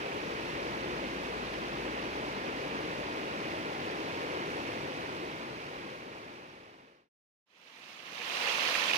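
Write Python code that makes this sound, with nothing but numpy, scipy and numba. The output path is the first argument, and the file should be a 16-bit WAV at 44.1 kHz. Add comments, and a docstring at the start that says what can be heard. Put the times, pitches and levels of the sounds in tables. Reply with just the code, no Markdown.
"""Distant rapids, then a near cascade

A broad river roars evenly over distant rapids, to the right, over a faint low drone, and the scene fades out.
After a short silence the scene changes: a small cascade fades in close by, splashing in spurts and throwing
loud plops. Both waters are clouds of ringing air bubbles in a wash of foam, reaching two microphone ports from
many directions; the drone is two wavering sines, the plunge pool is band-passed noise."""
import sys
import numpy as np
from scipy import signal
from scipy.fft import rfft, irfft, next_fast_len
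from scipy.io import wavfile
from numba import njit

SR = 44100
rng = np.random.default_rng(int(sys.argv[2]) if len(sys.argv) > 2 else 0)


def put_to_file(sound):
    """Save the sound as 16-bit audio at rate SR, in the file named by the first command-line argument."""
    columns = np.atleast_2d(sound).T  # one column per channel
    safe = np.clip(columns, -1, 1)
    whole_steps = np.round(safe * 32767)
    wavfile.write(sys.argv[1], SR, whole_steps.astype(np.int16))


N = 395577

# tones of the low drone: [f/Hz, relative level/dB]
DRONE_TONES = [(58.8, 2.5), (42.5, -10)]
# colour of the far river at the two ports: [f/Hz, left relative level/dB, right relative level/dB]
RIVER_COLOUR = [(25, -27, -32), (76.3, -8.5, -13), (147, -4, -7), (218, -3.5, -7), (315, 0.5, -1),
                (544, -0.5, -5), (686, -6.5, -6.5), (915, -4.5, -6), (1380, -8, -10), (2540, -15, -7.5),
                (3346, -19.5, -16), (5000, -24.5, -22.5), (6230, -33, -27), (7600, -35, -40),
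                (12300, -42.5, -42.5), (13500, -45.5, -46)]
# river delay, left port behind right, longest where sound bends round the housing: [f/Hz, delay/ms]
RIVER_LAG = [(300, 0.39), (700, 0.41), (1000, .36), (2000, 0.37), (3200, 0.321)]
# the river's brightness above 1 kHz, duller by 2.5 s, then brighter again: [t/s, tilt/(dB per octave)]
RIVER_TILT = [(0, 0.47), (2.5, 0.23), (4.3, 0.47), (7, 0.65)]
# colour of the near cascade at the two ports: [f/Hz, left relative level/dB, right relative level/dB]
CASCADE_COLOUR = [(30, -42, -50), (169, -18.5, -25.5), (395, -13.5, -15.5), (500, -7, -12), (724, -10, -11),
                  (1110, -8.5, -7), (1430, -9, -8), (2180, -13, -3), (2680, -12.5, .5), (3290, -17.5, -5.5),
                  (4260, -16.5, -9), (6500, -27.5, -16.5), (7240, -29, -26.5), (15500, -33, -36)]
# cascade delay, left port behind right (negative: left hears it first): [f/Hz, delay/ms]
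CASCADE_LAG = [(600, -0.23), (1050, -0.095), (1400, -0.35), (3000, -0.306)]
# big single bubbles at the foot of the cascade: [t/s, level before filter and port gains/dB, starting f/Hz]
PLOPS = [(8.2162, -31, 2350), (8.3714, -25, 2730), (8.4103, -26, 2520), (8.4704, -25, 2760),
         (8.5954, -20.5, 2760), (8.6094, -20, 3060), (8.6504, -23, 2540), (8.6757, -21, 2900),
         (8.7534, -21, 2310), (8.8844, -20, 3420), (8.9136, -17.5, 2480), (8.9351, -14, 2860),
         (8.9454, -22, 2700)]

TIME = np.arange(N) / SR
FFT_SIZE = next_fast_len(N)
BIN_HZ = np.maximum(np.arange(FFT_SIZE // 2 + 1) * SR / FFT_SIZE, 1)

# the low drone rises, holds and sinks to a fainter hum
DRONE_DB, DRONE_SINK_DB, DRONE_DECAY_DB_PER_S = -57.5, 13, 6.5
DRONE_START_S, DRONE_ATTACK_S, DRONE_HOLD_S = 0.1, 0.43, 1.4
# the river flows evenly, then the scene fades in a straight line to silence
RIVER_DB, RIVER_GONE_S, FADE_OUT_S = -37.5, 7.092, 2.5
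# the cascade and its pool fade in from silence, in a straight line
POOL_DB, CASCADE_DB, CASCADE_START_S, FADE_IN_S = -54, -29, 7.457, 1.31
# partway in, the cascade swells to full strength
SWELL_START_S, SWELL_LENGTH_S, SWELL_DB = 8.057, 0.34, 11
PLOP_LOW_CUT_HZ, PLOP_HIGH_CUT_HZ = 150, 7000
TOP_HZ = 15650  # upper limit of the recorder


def undb(db):
    """Decibels to gain."""
    return 10 ** (np.asarray(db) / 20)


def unit(x):
    """Scale to rms 1."""
    return x / np.sqrt(np.mean(x ** 2))


def ramp(start, length):
    """Rise in a straight line from 0 to 1, then hold."""
    return np.clip((TIME - start) / length, 0, 1)


def over_pitch(hz, points, values):
    """Join values by straight lines on a log-frequency axis."""
    return np.interp(np.log(hz), np.log(points), values)


def shape(x, response):
    """Filter by a response given at BIN_HZ."""
    return irfft(rfft(x, FFT_SIZE) * response, FFT_SIZE)[..., :N]


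def walk(rate):
    """Random curve of rms 1: straight lines between chance values, rate of them a second."""
    steps = rng.standard_normal(4096)
    return unit(np.interp(TIME * rate, np.arange(len(steps)), steps))


@njit
def ring(start, lag, hz, cycles, size, rise):
    """Each bubble is a dying sine whose pitch climbs as it nears the surface; the left port hears it lag s later."""
    out = np.zeros((2, N))
    for k in range(len(start)):
        life = cycles[k] / hz[k] * SR  # samples to die by 60 dB
        turn = 2 * np.pi * hz[k] / SR  # radians per sample
        glide = np.exp(1j * turn * rise / life)
        for port in range(2):
            at = (start[k] + lag[k] * (1 - port)) * SR
            first = int(np.ceil(at))
            pole = np.exp(1j * turn - np.log(1000) / life)
            # the phase keeps the start exact between samples
            z = size[k] * np.exp(1j * turn * (first - at))
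            for i in range(max(first, 0), min(first + int(life * .6), N)):
                out[port, i] += z.imag
                z *= pole
                pole *= glide
    return out


def bubbles(t0, t1, count, cycles, scatter_db, spread_ms, rise):
    """A cloud of bubbles with even power per Hz: many small, few large, each from its own direction."""
    when, radius, strength, damping, side = rng.random((count, 5)).T
    low, high = np.sqrt(130), np.sqrt(15000)  # pitch limits, as roots of Hz
    hz = (low + radius * (high - low)) ** 2
    loud = -np.log(1 - .995 * strength)
    size = hz ** (3 / 4) * undb(scatter_db * loud) * rng.choice([-1, 1], count)
    # short delays between the ports are common, long ones rare
    lag = spread_ms / 1000 * np.sign(side - .5) * np.log(np.abs(2 * side - 1))
    cloud = ring(t0 + (t1 - t0) * when, lag, hz, cycles * (.5 + damping), size, float(rise))
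    return unit(cloud) * np.sqrt((t1 - t0) * SR / N)  # rms 1 while the cloud lasts


def foam(spread_ms, flicker_db, flicker_rate):
    """Countless merged bursts: broad bands that flicker on their own, alike at both ports only in the bass."""
    likeness = 1 / (1 + (2 * np.pi * BIN_HZ * spread_ms / 1000) ** 2)
    mid = np.sqrt(1 + likeness) * np.exp(2j * np.pi * rng.random(len(BIN_HZ)))
    side = np.sqrt(1 - likeness) * np.exp(2j * np.pi * rng.random(len(BIN_HZ)))
    wash = np.array([mid + side, mid - side])
    centres = [300, 900, 2700, 8000]  # Hz
    total = np.zeros((2, N))
    for own in np.eye(len(centres)):
        band = irfft(wash * over_pitch(BIN_HZ, centres, own), FFT_SIZE)[:, :N]
        total += band * undb(flicker_db * walk(flicker_rate))
    return unit(total)


def ports(x, colour, lag):
    """Give each port its colour and delay the left one; an even input of rms 1 stays at rms 1."""
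    hz, *sides = np.transpose(colour)
    left, right = unit(np.array([undb(over_pitch(BIN_HZ, hz, db)) for db in sides]))
    delay_s = over_pitch(BIN_HZ, *np.transpose(lag)) / 1000
    return shape(x, np.array([left * np.exp(-2j * np.pi * BIN_HZ * delay_s), right]))


def drone():
    """Two faint low sines wavering in pitch and level, perhaps a motor far up the valley."""
    tones = np.zeros(N)
    for hz, db in DRONE_TONES:
        wavering_hz = hz + 0.84 * walk(2.6)
        tones += undb(db) * np.sin(2 * np.pi * np.cumsum(wavering_hz) / SR)
    dying_s = np.maximum(TIME - DRONE_START_S - DRONE_ATTACK_S - DRONE_HOLD_S, 0)
    sink_db = np.minimum(DRONE_DECAY_DB_PER_S * dying_s, DRONE_SINK_DB)
    envelope = ramp(DRONE_START_S, DRONE_ATTACK_S) * undb(DRONE_DB - sink_db)
    return unit(tones) * envelope * undb(1.2 * walk(4.2)) * undb([[1.5], [-2]])


def river():
    """Far rapids to the right: bubbles so many that they merge into a steady roar."""
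    spread_ms = 0.065
    cloud = bubbles(0, 7.1, count=45000, cycles=24.5, scatter_db=2.0, spread_ms=spread_ms, rise=0.1)
    water = unit(foam(spread_ms, flicker_db=0.5, flicker_rate=22) + undb(-4) * cloud)
    # the wooded bank scatters a little of the roar back from all sides
    water = water + undb(-18) * rng.standard_normal((2, N))
    roar = ports(water, RIVER_COLOUR, RIVER_LAG)
    # a small tilt above 1 kHz adds the sound weighted by its octave
    octaves = np.log2(np.maximum(BIN_HZ, 1000) / 1000)
    tilt_db = np.interp(TIME, *np.transpose(RIVER_TILT))
    roar = roar + (undb(tilt_db) - 1) * shape(roar, octaves)
    return roar * undb(RIVER_DB + 0.15 * walk(5))


def pool():
    """Clouds of air pulse as a whole in the plunge pool: a soft low churning."""
    centre_hz = 270
    response = 1 / (1 + (BIN_HZ / centre_hz - centre_hz / BIN_HZ) ** 2 / 2)
    churn = shape(rng.standard_normal(N), response)
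    return unit(churn) * undb(POOL_DB) * undb([[1], [-2]])


def cascade():
    """A near chute of water: spurts drive air under, and single bubbles stand out of the foam."""
    spread_ms = 0.142
    cloud = bubbles(7.4, 9, count=14000, cycles=36, scatter_db=2.5, spread_ms=spread_ms, rise=0.17)
    water = undb(-3.5) * foam(spread_ms, flicker_db=0.5, flicker_rate=51) + undb(-4) * cloud
    spurts = undb(0.5 * walk(70))
    # the chute slackens for an instant between its two biggest plops
    lull = undb(-6 * np.exp(-((TIME - 8.926) / 0.008) ** 2))
    swell_db = SWELL_DB * (ramp(SWELL_START_S, SWELL_LENGTH_S) - 1)
    return ports(water * spurts, CASCADE_COLOUR, CASCADE_LAG) * lull * undb(CASCADE_DB + swell_db)


def plops():
    """The biggest bubbles pinch off close to the right port and ring for a few milliseconds."""
    start, db, hz = np.transpose(PLOPS)
    each = np.ones(len(start))
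    rings = ring(start, 0.00045 * each, hz, 32 * each, undb(db), 0.088)
    # the neck closes over several samples, which softens the attack
    soft_attack = 1 / (1 + (BIN_HZ / PLOP_HIGH_CUT_HZ) ** 4)
    # so small a bubble radiates no bass
    bass_cut = 1 / (1 + (PLOP_LOW_CUT_HZ / BIN_HZ) ** 2)
    return shape(rings, soft_attack * bass_cut) * undb([[-7], [3]])


def scene():
    """The scene with the river and its drone fades out, then the scene with the cascade and its pool fades in,
    and plops are thrown."""
    fade_out = 1 - ramp(RIVER_GONE_S - FADE_OUT_S, FADE_OUT_S)
    fade_in = ramp(CASCADE_START_S, FADE_IN_S)
    far = (drone() + river()) * fade_out
    near = (pool() + cascade()) * fade_in
    return far + near + plops()


def record(dry):
    """The recorder cuts the top steeply."""
    return signal.sosfilt(signal.ellip(12, .1, 70, TOP_HZ, fs=SR, output="sos"), dry)


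dry = scene()
out = record(dry)
put_to_file(out)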